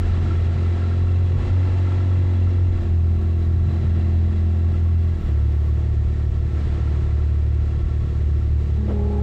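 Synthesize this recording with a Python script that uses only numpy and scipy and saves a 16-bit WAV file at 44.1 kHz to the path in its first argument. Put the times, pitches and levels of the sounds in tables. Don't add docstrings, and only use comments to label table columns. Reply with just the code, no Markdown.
import sys
import numpy as np
from scipy import signal
from scipy.fft import rfft, irfft
from scipy.io import wavfile
from scipy.ndimage import uniform_filter1d, minimum_filter1d

SR = 44100
rng = np.random.default_rng(int(sys.argv[2]) if len(sys.argv) > 2 else 0)


def voltage_ratio(level):
    return 10 ** (np.asarray(level, float) / 20)


def materialize(psi):
    bounded = np.clip(np.atleast_2d(psi).T, -1, 1)
    quanta = np.round(bounded * 32767).astype(np.int16)
    wavfile.write(sys.argv[1], SR, quanta)


N = 406602


def curves(table):
    s, *columns = np.transpose(table)
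    return [np.interp(np.arange(N) / SR, s, c) for c in columns]


def unit(x):
    return x / np.sqrt(np.mean(x ** 2))


def noise(n=N):
    return rng.standard_normal(n)


def band(x, lo_hz, hi_hz, order=2):
    edges = [lo_hz, min(hi_hz, .45 * SR)]
    return signal.sosfilt(signal.butter(order, edges, "band", fs=SR, output="sos"), x)


def walk(rate_hz):
    k = int(SR / rate_hz)
    held = np.repeat(noise(N // k + 1), k)[:N]
    return unit(uniform_filter1d(uniform_filter1d(held, k), k))


def colour(x, points):
    hz, db = np.transpose(points)
    f = np.maximum(np.fft.rfftfreq(N, 1 / SR), 1)
    return irfft(rfft(x) * voltage_ratio(np.interp(np.log(f), np.log(hz), db)), N)


def spell(start_s, length_s, edge_s):
    t = np.arange(N) / SR
    return np.clip(np.minimum(t - start_s, start_s + length_s - t) / edge_s + .5, 0, 1)


# start_s, length_s, air_gain_db, topmost_band_share_db
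HISS_SPELLS = [
    (1.306, .12, 2, 1),
    (2.601, 1.3, 3, -3),
    (4.459, .66, 4.5, -1.5),
    (5.157, .6, 5, 0),
    (5.74, 0.94, 0.5, -1.5),
    (7.207, 2.1, 0, -1),
]


def air():
    usual_top_db, edge_s = -18, .14
    level_db, top_db = -81 + 1.5 * walk(4), usual_top_db + 2 * walk(6)
    for start_s, length_s, gain_db, share_db in HISS_SPELLS:
        bright = spell(start_s, length_s, edge_s)
        level_db = level_db + gain_db * bright
        top_db = top_db + (share_db - usual_top_db) * bright
    low = unit(band(noise(), 9000, 12300, order=5))
    top = unit(band(noise(), 12300, 16000, order=5))
    return voltage_ratio(level_db) * (low + voltage_ratio(top_db) * top)


# start_s, length_s, rumble_db
GUSTS = [(0.02, 0.036, -19), (0.155, 0.11, -23), (0.333, 0.21, -34.5), (1.011, 0.035, -26),
         (1.369, 0.13, -25), (2.64, 0.3, -25.5), (3.125, 0.068, -31.5), (3.543, 0.066, -28),
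         (3.667, 0.039, -32), (5.18, 0.092, -28), (5.491, 0.036, -53), (5.979, 0.14, -27),
         (6.249, 0.032, -35), (6.328, 0.036, -27), (6.642, 0.065, -36), (6.854, 0.13, -40),
         (7.174, 0.046, -27), (7.383, 0.075, -36), (7.795, 0.094, -27.5), (7.95, 0.14, -42),
         (8.264, 0.066, -37), (8.496, 0.072, -35)]
# start_s, length_s, level_db
FLAPS = [
    (0.136, 0.16, -28.5),
    (0.42, 0.14, -24),
    (1.286, 0.2, -25.5),
    (3.541, 0.22, -30),
    (3.816, 0.27, -31.5),
    (6.451, 0.53, -43.5),
]


def wind():
    edge_s = 0.14
    breeze = voltage_ratio(-31.5 + 1.4 * walk(9.9))
    gusts = sum(voltage_ratio(db - 2) * spell(s, length, edge_s) for s, length, db in GUSTS)
    flaps = sum(voltage_ratio(db) * spell(s, length, edge_s) for s, length, db in FLAPS)
    rumble = unit(band(noise(), 28, 64.5, order=3))
    buffet = unit(band(noise(), 84.9, 143.5, order=4)) * voltage_ratio(2.1 * walk(25))
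    return (breeze + gusts) * rumble + (voltage_ratio(-4) * breeze + voltage_ratio(-14.5) * gusts + flaps) * buffet


# start_s, end_s, pitch_hz, width_hz, level_db
WHISTLES = [
    (5.2, 5.66, 10540, 220, -79),
    (5.05, 5.92, 862, 14, -59),
    (1.5, 2.15, 872, 22, -53),
]


def brake():
    out = 0
    for start_s, end_s, hz, width, db in WHISTLES:
        tone = unit(band(noise(), hz - width / 2, hz + width / 2))
        out = out + voltage_ratio(db) * spell(start_s, end_s - start_s, .08) * tone
    return out


# start_s, peak_db, centre_hz, t60_s
JOLTS = [(1.36, -42, 900, .3), (4.35, -44, 2000, .12), (9.035, -44, 800, .08), (2.645, -31, 230, .15),
         (8.82, -38, 330, .25), (8.876, -22, 370, .2), (8.878, -29, 540, .17), (8.876, -39, 950, .2),
         (8.88, -46, 2300, .2), (6.52, -36, 260, .8), (1.3, -33, 300, .5)]


def jolts():
    out, t = np.zeros(N), np.arange(SR // 2) / SR
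    for s, db, hz, t60 in JOLTS:
        tail = (1 - np.exp(-t / .012)) * voltage_ratio(-60 * t / t60)
        knock = voltage_ratio(db) * tail * unit(band(noise(len(t)), hz * 0.7, hz * 1.5))
        i = int(s * SR)
        out[i:i + len(t)] += knock[:N - i]
    return out


# multiple, level_db, throb_depth (0-1)
PUMP_OVERTONES = [
    (2, .5, .12),
    (3, -23, .3),
    (4, -13.5, .35),
    (4.176, -19.5, .2),
]


def pump(firings):
    start_s, loaded_s, free_hz, loaded_hz = 8.765, 8.92, 209, 205.4
    t = np.arange(N) / SR
    load = np.clip((t - loaded_s) / .07 + .5, 0, 1)
    hz = free_hz + (loaded_hz - free_hz) * load
    level_db = -29.5 + 3 * (t - start_s)
    over_db = np.interp(load, (0, 1), (-14, -4))
    turn = 2 * np.pi * np.cumsum(hz) / SR + .06 * walk(30)
    shake = np.cos(2 * np.pi * firings)
    over = 0
    for k, db, depth in PUMP_OVERTONES:
        waver = voltage_ratio(.15 * k ** 2 * walk(40))
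        over = over + voltage_ratio(db) * np.sin(k * turn) * (1 + depth * shake) * waver
    frame = voltage_ratio(-13) * load * unit(band(noise(), 290, 620))
    running = np.clip((t - start_s) / 0.021, 0, 1)
    return np.sqrt(2) * running * voltage_ratio(level_db) * (np.sin(turn) + voltage_ratio(over_db) * over + frame)


SHAKE_RISE_S = 0.09
STATE_HZ = (37, 42, 45)
RATTLE_DB = (-51.5, -50.5, -48)
# start_s, swell_db, hold_s, fade_s
SHAKES = [
    (-.1, 7, 0.36, 0.9),
    (1.337, 2.5, 0.67, 0.7),
    (3.654, 3.5, 0.5, 0.42),
    (5.206, 4, 0.11, 0.26),
    (6.49, 4, .45, 0.51),
]


def shaking(hz):
    t, db = np.arange(N) / SR, np.interp(hz, STATE_HZ, RATTLE_DB)
    for s, swell_db, hold, fade in SHAKES:
        rise = np.clip((t - s) / SHAKE_RISE_S, 0, 1)
        db = db + swell_db * rise * np.exp(-np.maximum(t - s - hold, 0) / fade)
    return db


# pitch_hz, level_db
RATTLE_COLOUR = [(90, -34), (150, -12), (210, -12), (280, -14.5), (350, -13), (420, -19), (700, -22.5),
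                 (1000, -26), (1550, -30), (1850, -27), (2300, -31.5), (3900, -37), (6000, -45),
                 (7500, -46), (8700, -52), (9500, -64), (12000, -100)]
# pitch_hz, width_hz, pulling_db, rolling_db, idling_db
PANELS = [(700, 90, -8, -5, -7), (1120, 45, -5.5, -2, -1), (1340, 70, -.5, .5, 2), (1645, 50, -9, -7, -9),
          (1820, 200, -9, -8, -4), (2025, 70, -5.5, -4.5, -7), (2715, 130, -7.5, -5.5, -8.5),
          (3370, 80, -12, -12, -12), (3950, 240, -9, -8.5, -11), (5470, 80, -21, -21, -19),
          (6800, 120, -24, -24, -24)]
STRIKES = [(.75, .15, 0), (.32, .6, 1), (.43, .75, 2), (.87, .45, 0), (.6, .15, 1), (.27, .4, 2),
           (.22, .55, 0), (.5, .3, 1), (.2, .2, 1), (.35, .2, 2), (.3, .2, 0)]
BEAT_SHARE = (.55, .8, .8, 1.15)
BODY_DB = (1.5, 2.5, 0, -1)
BED_DB = (0., -0.33, -1.1, -1.1)
RING_DB = (-8, -6.5, -4.5)
# pitch_hz, level_db
RING_EDGES = [(200, -30), (500, 0), (7500, 0), (9300, -30), (13000, -60)]


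def rattle(hz, state, firings, chug_db):
    level_db = shaking(hz)
    swell_db = level_db - np.interp(hz, STATE_HZ, RATTLE_DB) - 0.5
    ring_db = np.interp(hz, STATE_HZ, RING_DB) - .4 * swell_db
    buzz_db = 4 * spell(-.2, 1.35, SHAKE_RISE_S)
    broad = colour(noise(), RATTLE_COLOUR)
    broad = broad / np.std(band(broad, 906, 4800, order=4))
    bed_gain = voltage_ratio(np.interp(state, range(4), BED_DB)) - 1
    broad = broad + bed_gain * band(broad, 420, 880, order=1)
    ring = 0
    for (mode, width, pull_db, roll_db, idle_db), (turn, depth, hardest) in zip(PANELS, STRIKES):
        db = np.interp(state, range(3), (idle_db, roll_db, pull_db))
        if 1340 <= mode < 1690:
            db = db + buzz_db
        count = (firings - turn + 1.5).astype(int)
        blow = voltage_ratio(1.3 * noise(N // 500)[count] + 3.5 * (count % 3 == hardest))
        share = depth * np.interp(state, range(4), BEAT_SHARE)
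        pulse = 1 + np.cos(2 * np.pi * (firings - turn))
        beat = 1 - share + share * blow * pulse * .8
        tone = band(noise(), mode - .4 * width, mode + .4 * width)
        ring = ring + voltage_ratio(db + 1.1 * walk(2)) * unit(beat * tone)
    whole = broad * voltage_ratio(-0.5 + 0.22 * walk(6.3)) + voltage_ratio(ring_db) * colour(ring, RING_EDGES)
    low, top = band(whole, 60, 500, order=1), band(whole, 5000, 13000, order=1)
    boom_db, treble_db = .5 * level_db, -.46 * level_db
    body_db = np.interp(state, range(4), BODY_DB)
    low_gain = voltage_ratio(boom_db - np.mean(boom_db) + 0.16 * chug_db + body_db) - 1
    top_gain = voltage_ratio(treble_db - np.mean(treble_db)) - 1
    return voltage_ratio(level_db) * (whole + low_gain * low + top_gain * top)


# multiple (of twice the firing rate), level_db
IDLE = [(0.5, -17.5), (1, 4.5), (1.5, -2.5), (2, -14), (2.5, -26), (3, -31.5), (3.5, -25.5), (4, -30),
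        (4.5, -21), (5, -22.5), (5.5, -36), (6, -31.5), (6.5, -31), (7, -41), (7.5, -55), (8, -39.5),
        (8.5, -35.5), (9, -36.5), (9.5, -40), (10, -38.5), (10.5, -57), (11, -55)]
ROLL = [(0.5, -24), (1, 0.5), (1.5, -16), (2, -25.5), (2.5, -15.5), (3, -31.5), (3.5, -40), (4, -23),
        (4.5, -26), (5, -45.5), (5.5, -37.5), (6, -38.5), (6.5, -56.5), (7, -49), (7.5, -37.5), (8, -45.5),
        (8.5, -44.5), (9, -43.5), (9.5, -54), (10, -44), (10.5, -55.5), (11, -57)]
PULL = [(0.5, -32), (1, 2.5), (1.5, -18.5), (2, -33), (2.5, -22), (3, -23), (3.5, -26), (4, -22),
        (4.5, -47.5), (5, -34), (5.5, -31.5), (6, -35), (6.5, -36.5), (7, -37), (7.5, -35), (8, -38.5),
        (8.5, -43.5), (9, -41.5), (9.5, -38.5), (10, -41), (10.5, -45.5), (11, -43.5)]
START = [(0.5, -17.5), (1, 1), (1.5, -17), (2, -32.5), (2.5, -19), (3, -26.5), (3.5, -37), (4, -24.5),
         (4.5, -27), (5, -39), (5.5, -34), (6, -34.5), (6.5, -41), (7, -43), (7.5, -48.5), (8, -36.5),
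         (8.5, -38.5), (9, -56.5), (9.5, -44), (10, -43), (10.5, -51), (11, -56)]
# multiple (of the three-firing cycle), idling_db, rolling_db, pulling_db, setting_off_db
BETWEEN = [(8, -32, -30.5, -36, -21), (13, -30.5, -37, -36, -36.5), (14, -39, -39.5, -42, -45),
           (16, -35.5, -34.5, -33, -29.5), (17, -25, -28.5, -24, -30), (19, -26.5, -46.5, -36.5, -47),
           (20, -35.5, -36.5, -43.5, -37.5), (22, -46.5, -43.5, -37, -39.5), (23, -39.5, -31, -32, -33),
           (25, -48, -36.5, -48, -33), (26, -42.5, -39, -42, -37), (28, -44.5, -42, -49, -46.5),
           (29, -31, -49.5, -49, -52.5), (31, -41, -49, -41.5, -44), (32, -38.5, -46.5, -42.5, -49),
           (35, -47, -50, -49, -45.5), (37, -35, -47.5, -52, -52.5), (38, -34, -51, -48, -60),
           (43, -41, -45, -48, -45.5), (47, -48, -51, -45, -43), (50, -48, -36, -54.5, -38.5)]
# time_s, gain_db
ROOF = [
    (0, -1.5),
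    (2.25, 1),
    (2.45, 5.5),
    (2.7, -0.5),
    (2.95, -1.5),
    (3.4, -3),
    (3.7, -0.5),
    (5.1, 0.5),
    (5.3, 8),
]


def exhaust(state, firings, drone_db, chug_db):
    out, even_db = 0, uniform_filter1d(drone_db, SR)
    tables = np.array([IDLE, ROLL, PULL, START])
    roof_db, = curves(ROOF)
    lines = [(k + 1, tables[:, k, 1]) for k in range(len(IDLE))]
    lines += [(round(m) / 3, state_db) for m, *state_db in BETWEEN]
    for multiple, state_db in lines:
        db = np.interp(state, range(4), state_db) + min(.3 + .2 * multiple, .9) * walk(10)
        db = db + .42 * chug_db * np.clip((multiple - 4) / 4, 0, 1)
        if multiple == 5:
            db = db + roof_db
        lag = 0 if multiple == 2 else .05 * (multiple - 3) ** 2 - 1.95 * (multiple - 3) - .3
        lag = lag + .13 * max(multiple - 10, 0) ** 2 + .011 * multiple * walk(6)
        if multiple % 1 and not 8.8 < multiple < 9.8:
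            lag = lag + rng.uniform(0, 2 * np.pi)
        level_db = drone_db if multiple < 4 else even_db
        out = out + voltage_ratio(db + level_db) * np.cos(2 * np.pi * multiple * firings - lag)
    return np.sqrt(2) * out


# time_s, firing_rate_hz, drone_db
ENGINE = [(0, 43.2, -19), (.18, 42.86, -17.5), (.42, 42.74, -18.5), (1.08, 44.07, -14.5),
          (1.4, 44.56, -20.5), (1.6, 45.48, -16.5), (1.95, 45.78, -18), (2.21, 45.1, -17.5),
          (2.67, 44.43, -18), (2.85, 42.37, -21), (3.05, 41.68, -18), (3.9, 42.02, -16), (5.11, 41.76, -18),
          (5.29, 36.42, -21), (5.65, 37.15, -23), (8.8, 36.97, -24), (8.92, 36.74, -26.5),
          (9.22, 36.6, -21)]
# time_s, state (0 idling, 1 rolling, 2 pulling, 3 setting off)
STATE = [
    (0, 3),
    (1.3, 3),
    (1.5, 2),
    (2.65, 2),
    (2.9, 1),
    (5.12, 1),
    (5.3, 0),
    (9.22, 0),
]
# centre_s, depth_db, half_length_s
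DROPOUTS = [
    (0.497, 0.5, 0.085),
    (1.485, 12, 0.026),
    (2.777, 4, 0.017),
    (2.834, 9.5, 0.019),
    (5.216, 15, 0.08),
    (5.944, 6, 0.019),
    (6.328, 7.5, 0.031),
    (6.506, 7, 0.033),
    (8.115, 1, 0.035),
]
CYLINDER_DB = (3.2, -1.2, -3)


def scene():
    hz, drone_db = curves(ENGINE)
    state, = curves(STATE)
    t = np.arange(N) / SR
    drone_db = drone_db + 1.5 * walk(16)
    for s, db, half in DROPOUTS:
        drone_db = drone_db - db * np.clip(1 - np.abs(t - s) / half, 0, 1)
    firings = np.cumsum(hz * (1 + 0.002 * walk(8))) / SR
    count = (firings + .7).astype(int)
    size_db = np.array(CYLINDER_DB)[count % 3] + .5 * noise(N // 500)[count]
    chug_db = uniform_filter1d(size_db, SR // 70) * np.interp(hz, STATE_HZ, (.8, .9, .5))
    background = air() + wind() + brake() + jolts() + pump(firings)
    engine = rattle(hz, state, firings, chug_db) + exhaust(state, firings, drone_db, chug_db)
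    return (background + engine)[None]


def top_cut(x):
    return signal.sosfilt(signal.butter(12, 15720, fs=SR, output="sos"), x)


def record(dry):
    window = SR // 50
    peak = -minimum_filter1d(-np.abs(dry), size=window)
    gain = np.minimum(1, voltage_ratio(-13.5) / peak) ** .65
    held = dry * uniform_filter1d(gain, size=window)
    held = held * np.clip((N - np.arange(N)) / (.002 * SR), .3, 1)
    return top_cut(held)


dry = scene()
out = record(dry)
materialize(out)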